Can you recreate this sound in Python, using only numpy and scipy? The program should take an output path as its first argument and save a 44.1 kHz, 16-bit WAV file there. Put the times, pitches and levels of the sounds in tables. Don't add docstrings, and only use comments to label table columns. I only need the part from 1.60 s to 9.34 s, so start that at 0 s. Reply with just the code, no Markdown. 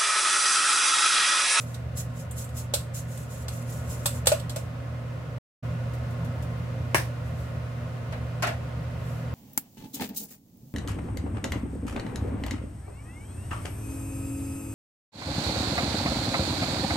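import sys
import numpy as np
from scipy import signal
from scipy.fft import rfft, irfft, next_fast_len
from scipy.io import wavfile
from scipy.ndimage import map_coordinates

SR = 44100
rng = np.random.default_rng(int(sys.argv[2]) if len(sys.argv) > 2 else 0)


def wrap_up_sound(samples):
    columns = np.atleast_2d(samples).T
    tamed = np.clip(columns, -1, 1)
    steps = np.round(tamed * 32767).astype(np.int16)
    wavfile.write(sys.argv[1], SR, steps)


N = 341334
TIME = np.arange(N) / SR


def from_db(db):
    return 10 ** (np.asarray(db) / 20)


def unit_rms(x):
    return x / np.sqrt(np.mean(x ** 2) + 1e-20)


def white():
    return rng.standard_normal((2, N))


def pan(x, right_db):
    return x * from_db(np.array([[-right_db], [right_db]]) / 2)


def at_hz(points, hz):
    f, value = np.transpose(points)
    return np.interp(np.log(hz + 1), np.log(f), value)


def coloured(source, spectrum, correlation, peaks=()):
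    size = next_fast_len(N)
    hz = np.arange(size // 2 + 1) * SR / size
    peaks_db = sum(db / (1 + (2 * (hz - f) / width) ** 2) for f, width, db in peaks)
    mid, side = rfft(source, size) * from_db(at_hz(spectrum, hz) + peaks_db)
    alike = np.clip(at_hz(correlation, hz), -1, 1)
    stereo = np.sqrt(1 + alike) * mid + np.sqrt(1 - alike) * side * [[1], [-1]]
    return unit_rms(irfft(stereo, size)[:, :N])


def band(x, low_hz, high_hz):
    sos = signal.butter(2, [low_hz, min(high_hz, .45 * SR)], "band", fs=SR, output="sos")
    return unit_rms(signal.sosfilt(sos, x))


def drift(per_s):
    knots = rng.standard_normal(2048)
    return unit_rms(map_coordinates(knots, [TIME * per_s], order=1, mode="wrap"))


def ring(clicks, hz, t60):
    r, w = from_db(-60 / (t60 * SR)), 2 * np.pi * hz / SR
    return signal.lfilter([0, np.sin(w)], [1, -2 * r * np.cos(w), r * r], clicks + 1e-18)


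def blows(times, levels_db, rise, t60):
    power, age = np.zeros(N + SR), np.arange(SR // 2) / SR
    for s, db, contact in zip(times, levels_db, np.broadcast_to(rise, len(times))):
        start = int(s * SR)
        attack = 1 - np.exp(-age / max(contact, 1e-4))
        power[start:start + len(age)] += (attack * from_db(db - 60 * age / t60)) ** 2
    return np.sqrt(power[:N])


def strokes(rows, sag_db_per_s, fade_db_per_s):
    power = 1e-14
    for s, swell, db, slide in rows:
        age = TIME - s - swell
        shape_db = 20 * np.minimum(age, 0) / max(swell, 1e-3)
        shape_db -= sag_db_per_s * np.clip(age, 0, slide) + fade_db_per_s * np.maximum(age - slide, 0)
        power = power + from_db(np.maximum(db + shape_db, -150)) ** 2
    return np.sqrt(power)


def kitchen(x, t60, wet_db, predelay_s=0.0026):
    age = np.arange(SR // 2) / SR
    tail = rng.standard_normal((2, len(age))) * from_db(-60 * age / t60) * (age > predelay_s)
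    tail /= np.sqrt(np.sum(tail ** 2, axis=1, keepdims=True))
    return x + from_db(wet_db) * signal.fftconvolve(x, tail, axes=1)[:, :N]


# t/s, fan level/dB, air level/dB
HOOD_LEVELS = [(0, -36, -50), (1.6, -37.5, -50), (2.3, -33.5, -47), (3.0, -35.5, -48), (3.8, -36, -48.5),
               (4.0, -33.5, -46), (5.2, -33, -46.5), (5.8, -35, -47), (7.7, -34, -46.5)]
# f/Hz, level/dB
RUMBLE_EQ = [(20, -37), (40, -28), (60, -17), (76, 0), (84, -5), (95, -3.5), (108, -18), (130, -11),
             (162, -4), (198, -22.5), (238, -12.5), (300, -23.5), (400, -54.5), (700, -57.5)]
# f/Hz, level/dB
AIR_EQ = [(180, -21), (280, -8.5), (345, -6), (480, -4), (560, 0), (740, -3.5), (850, -11.5), (1400, -9.5),
          (1800, -13.5), (2250, -16.5), (2700, -14.5), (3300, -19.5), (8000, -30), (16000, -41)]
# f/Hz, width/Hz, boost/dB
DUCT_PEAKS = [(458.5, 34, 4), (522, 55, 7), (597, 21, 4.5), (670, 49, 2), (902, 30, 7.5), (956, 32, 7),
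              (1048, 16, 3.5), (1076, 50, 9.5), (1201, 38, 5.5), (1283, 30, 7.5), (1450, 80, 6.5),
              (1723, 47, 6), (1915, 43, 7.5), (2088, 100, 7), (2430, 77, 4.5)]
# f/Hz, level against the fan level/dB, pan right/dB
MOTOR_PARTIALS = [(119.54, .5, 2.0), (239.4, -21.5, -2)]
# f/Hz, left-right correlation
HOOD_IMAGE = [(60, 1), (150, 1), (260, 0.75), (550, 0.61), (1000, 0.24), (2000, 0.1), (16000, 0)]

def hood(rumble_gain_db=-2, air_gain_db=4, waver_db=1.0, waver_radians=0.15):
    times, *levels = np.transpose(HOOD_LEVELS)
    fan_db, air_db = (np.interp(TIME, times, level) for level in levels)
    rumble = from_db(fan_db + rumble_gain_db) * coloured(white(), RUMBLE_EQ, HOOD_IMAGE)
    air = from_db(air_db + air_gain_db) * coloured(white(), AIR_EQ, HOOD_IMAGE, DUCT_PEAKS)
    hum = 0
    for hz, db, right_db in MOTOR_PARTIALS:
        tone = np.sqrt(2) * np.sin(2 * np.pi * hz * TIME + waver_radians * drift(3.8))
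        hum = hum + pan(tone * from_db(fan_db + db + waver_db * drift(9)), right_db)
    return hum + rumble + pan(air, right_db=0.3)


# t/s, level/dB
TICK_CUES = [(4.335, -40), (4.5062, -44), (4.6464, -41), (4.823, -38)]
# t/s, swell/s, level/dB, slide/s
BRUSH_CUES = [(5.62, 0.044, -58, .005), (5.7, 0.1, -55, .015), (7.33, .16, -54, .13)]
# f/Hz, level/dB
HANDLING_EQ = [(2000, -6), (5000, -2), (8000, 1), (9500, -4), (12000, 1.5), (15500, -9.5)]
# f/Hz, left-right correlation
CLOSE_IMAGE = [(300, 0.9), (600, 0.81), (1200, -0.1), (3500, -0.24), (16000, 0.05)]

def handling(tick_db=-9, brush_db=-1):
    times, level_db = np.transpose(TICK_CUES)
    ticks = blows(times, level_db + tick_db, rise=.001, t60=.13)
    brushing = from_db(brush_db) * strokes(BRUSH_CUES, sag_db_per_s=50, fade_db_per_s=130)
    return (ticks + brushing) * coloured(white(), HANDLING_EQ, CLOSE_IMAGE)


# t/s, low level/dB, mid level/dB, high level/dB, contact/s
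KNOCK_CUES = [(6.523, -35.5, -34.5, -47, 0.0027), (6.822, -20, -14, -25.5, 0.01),
              (6.833, -26, -25.5, -42, .004), (6.869, -23.5, -21.5, -32.5, 0.0052)]
# f/Hz, level/dB
KNOCK_EQ = [(250, -19), (480, -17.5), (620, -1), (740, 1.5), (900, 2), (1150, -7.5), (1400, -5),
            (1700, -9.5), (2500, -13), (3300, -14.5), (4500, -9.5), (10000, -24), (13000, -26.5),
            (15500, -46)]

def knocks(low_db=3, mid_db=3, high_db=4):
    times, low, mid, high, contact = np.transpose(KNOCK_CUES)
    body = coloured(white(), KNOCK_EQ, CLOSE_IMAGE)
    clatter = band(body, 250, 805) * blows(times, low + low_db, contact, t60=.14)
    clatter += band(body, 990, 3250) * blows(times, mid + mid_db, contact * 1.38, t60=0.11)
    clatter += band(body, 4100, SR / 2) * blows(times, high + high_db, contact * 0.43, t60=0.08)
    return pan(clatter, right_db=-0.5)


# t/s, body level/dB, treble level/dB
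CLACK_CUE = (5.3455, -13, -20)
# f/Hz, level/dB
CLACK_EQ = [(250, -4.5), (450, -5), (720, -4.5), (1020, -1), (1350, -7), (1830, 2.5), (2050, -4.5),
            (2400, 1), (3100, -5.5), (4200, -13), (5800, -13), (7000, -19), (9200, -17), (15500, -26)]

def clack(crack_db=6):
    s, body_db, treble_db = CLACK_CUE
    noise = coloured(white(), CLACK_EQ, CLOSE_IMAGE)
    body = band(noise, 210, 3300) * blows([s], [body_db], rise=0.00061, t60=0.088)
    treble = band(noise, 3700, 19000) * blows([s], [treble_db], rise=0.001, t60=0.15)
    crack = noise * blows([s], [body_db + crack_db], rise=0.00041, t60=0.0077)
    return pan(body + treble + crack, right_db=-1.5)


# t/s, level/dB, f/Hz
THUMP_CUES = [(1.137, -21, 537), (2.459, -38, 527), (2.67, -15, 528), (2.718, -12, 597),
              (2.963, -25.5, 550)]
# f/Hz, level against the thump/dB, t60/s
THUMP_TAILS = [(658, -17.5, 0.14), (2590, -22.5, 0.13)]

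def bowl_bottom(gain_db=5, rise=.002, t60=0.036):
    note = 0
    for s, db, hz in THUMP_CUES:
        note += blows([s], [db + gain_db], rise, t60) * np.sin(2 * np.pi * hz * (TIME - s))
    times, thump_db, _ = np.transpose(THUMP_CUES)
    for hz, db, wall_t60 in THUMP_TAILS:
        note += blows(times, thump_db + db, rise, wall_t60) * np.sin(2 * np.pi * hz * TIME)
    return pan(note, right_db=0)


# t/s, body level/dB, ring level/dB, wire level/dB, contact/s
CLINK_CUES = [(0.143, -48, -40.5, -43, 0.00063), (0.71, -60, -51, -40.5, .0005),
              (0.842, -56, -51, -42.5, .001), (0.89, -58, -52, -50, 0.00092),
              (1.1374, -27.5, -19, -19.5, 0.0016), (1.575, -49, -48, -43.5, .0004),
              (1.8817, -40.5, -34.5, -36.5, 0.00087), (2.457, -26, -20, -17.5, 0.0022),
              (2.658, -35.5, -34, -32.5, 0.00064), (2.6698, -21.5, -15.5, -15.5, 0.00061),
              (2.717, -26.5, -25.5, -26, 0.0019), (2.797, -64, -42.5, -43.5, .001),
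              (2.895, -43, -34.5, -36, 0.0012), (2.96, -37, -33, -33.5, 0.00074)]
# f/Hz, level/dB
STEEL_EQ = [(700, -11.5), (1400, -4), (2000, -13), (2900, 3.5), (3500, 1), (5200, -4.5), (6600, 2.5),
            (7400, 6), (8250, 10), (9100, -1.5), (11900, -2.5), (15500, -14)]

def strainer(body_db=2, ring_db=4, wire_db=5, chatter_db=0.5):
    times, body, rings, wire, contact = np.transpose(CLINK_CUES)
    steel = coloured(white(), STEEL_EQ, CLOSE_IMAGE)
    crash = band(steel, 860, 2760) * blows(times, body + body_db, contact * 0.45, t60=0.1)
    crash += band(steel, 3020, 5850) * blows(times, rings + ring_db, contact, t60=0.062)
    crash += band(steel, 7030, 17000) * blows(times, wire + wire_db, contact * 1.3, t60=0.068)
    chatter = from_db(chatter_db * drift(900))
    return pan(crash * chatter, right_db=1.3)


# f/Hz, level/dB, t60/s
BOWL_MODES = [(573, -4, .24), (813, 0.5, 0.069), (1810, -9, 0.068), (2510, -12.5, 0.16), (3450, -9.5, 0.14),
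              (4040, -11, .14), (4393, -19.5, .13), (5440, -13, .14), (7400, -13, .17), (7300, -13, .17),
              (7714, -12.5, 0.16), (8260, -13, .17), (12000, -16, .13)]

def bowl_wall(modes_db=-6, scatter_db=1.0):
    times, body, rings, wire, _ = np.transpose(CLINK_CUES)
    ringing = 0
    for hz, db, t60 in BOWL_MODES:
        blow_db = (body if hz < 2800 else rings if hz < 6500 else wire) + db + modes_db
        sides = 1 if hz < 1000 else 2
        strength = from_db(blow_db + scatter_db * rng.standard_normal((sides, len(times))))
        clicks = np.zeros((2, N))
        clicks[:, (times * SR).astype(int)] = strength * rng.choice([-1, 1], strength.shape)
        ringing = ringing + ring(clicks, hz, t60)
    return pan(ringing, right_db=1.5)


# t/s, swell/s, level/dB, slide/s
TOSS_CUES = [ (-0.02, 0.017, -42.5, .005), (0.035, 0.037, -55, .07), (0.355, 0.019, -38.5, 0.029),
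             (0.52, 0.078, -50, .015), (0.75, 0.034, -42.5, .04), (0.94, 0.034, -41, 0.027),
             (1.335, 0.012, -41, 0.046), (1.46, 0.057, -50, 0.14), (1.665, 0.047, -50, 0.12),
             (1.88, .05, -50.5, 0.092), (2.03, .07, -49, 0.11), (2.23, .085, -45, 0.036),
             (2.37, .025, -53, 0.06), (2.5, 0.054, -47.5, 0.028), (2.965, 0.017, -50, 0.0074), ]
# f/Hz, level/dB
FISH_EQ = [(1200, -24.5), (2800, -10.5), (4900, -10.5), (5300, -8), (5900, -7), (6500, -1), (7800, -2),
           (9500, -5), (12000, -6.5), (15500, -13)]
# f/Hz, width/Hz, boost or cut/dB
MESH_PEAKS = [(5330, 200, 5.5), (6770, 150, 6), (7100, 200, -1.5), (7760, 300, 2.5)]

def fish(peak_contacts_per_s=9000, size_spread_db=4.0, gain_db=3.0):
    slide = strokes(TOSS_CUES, sag_db_per_s=46, fade_db_per_s=340)
    moving = slide > from_db(-85)
    rate = peak_contacts_per_s * np.sqrt(slide / slide.max())
    contacts = (rng.random((2, N)) < rate / SR) * white()
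    sizes = from_db(size_spread_db * np.minimum(rng.exponential(1, (2, N)), 4))
    grains = contacts * sizes * moving / np.sqrt(rate)
    hiss = coloured(kitchen(grains, t60=.12, wet_db=7.5), FISH_EQ, CLOSE_IMAGE, MESH_PEAKS)
    hiss /= np.sqrt(np.mean(hiss[:, moving] ** 2))
    return pan(hiss * slide * from_db(gain_db), right_db=.6)


def scene():
    clinks = kitchen(strainer(), t60=0.24, wet_db=-6.5) + bowl_wall()
    thumps = kitchen(bowl_bottom(), t60=0.13, wet_db=-1.5)
    beside_stove = kitchen(knocks() + clack(), t60=0.25, wet_db=-4)
    return hood() + handling() + beside_stove + thumps + clinks + fish()


# start t/s, end t/s
MUTE = (3.783, 4.035)

def record(dry, cutoff_hz=15800):
    stop, resume = MUTE
    gate = np.interp(TIME, [stop, stop + .002, resume - .01, resume + .004], [1, 0, 0, 1])
    low_pass = signal.ellip(10, .1, 90, cutoff_hz, fs=SR, output="sos")
    return signal.sosfilt(low_pass, dry * gate + 1e-18)


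dry = scene()
out = record(dry)
wrap_up_sound(out)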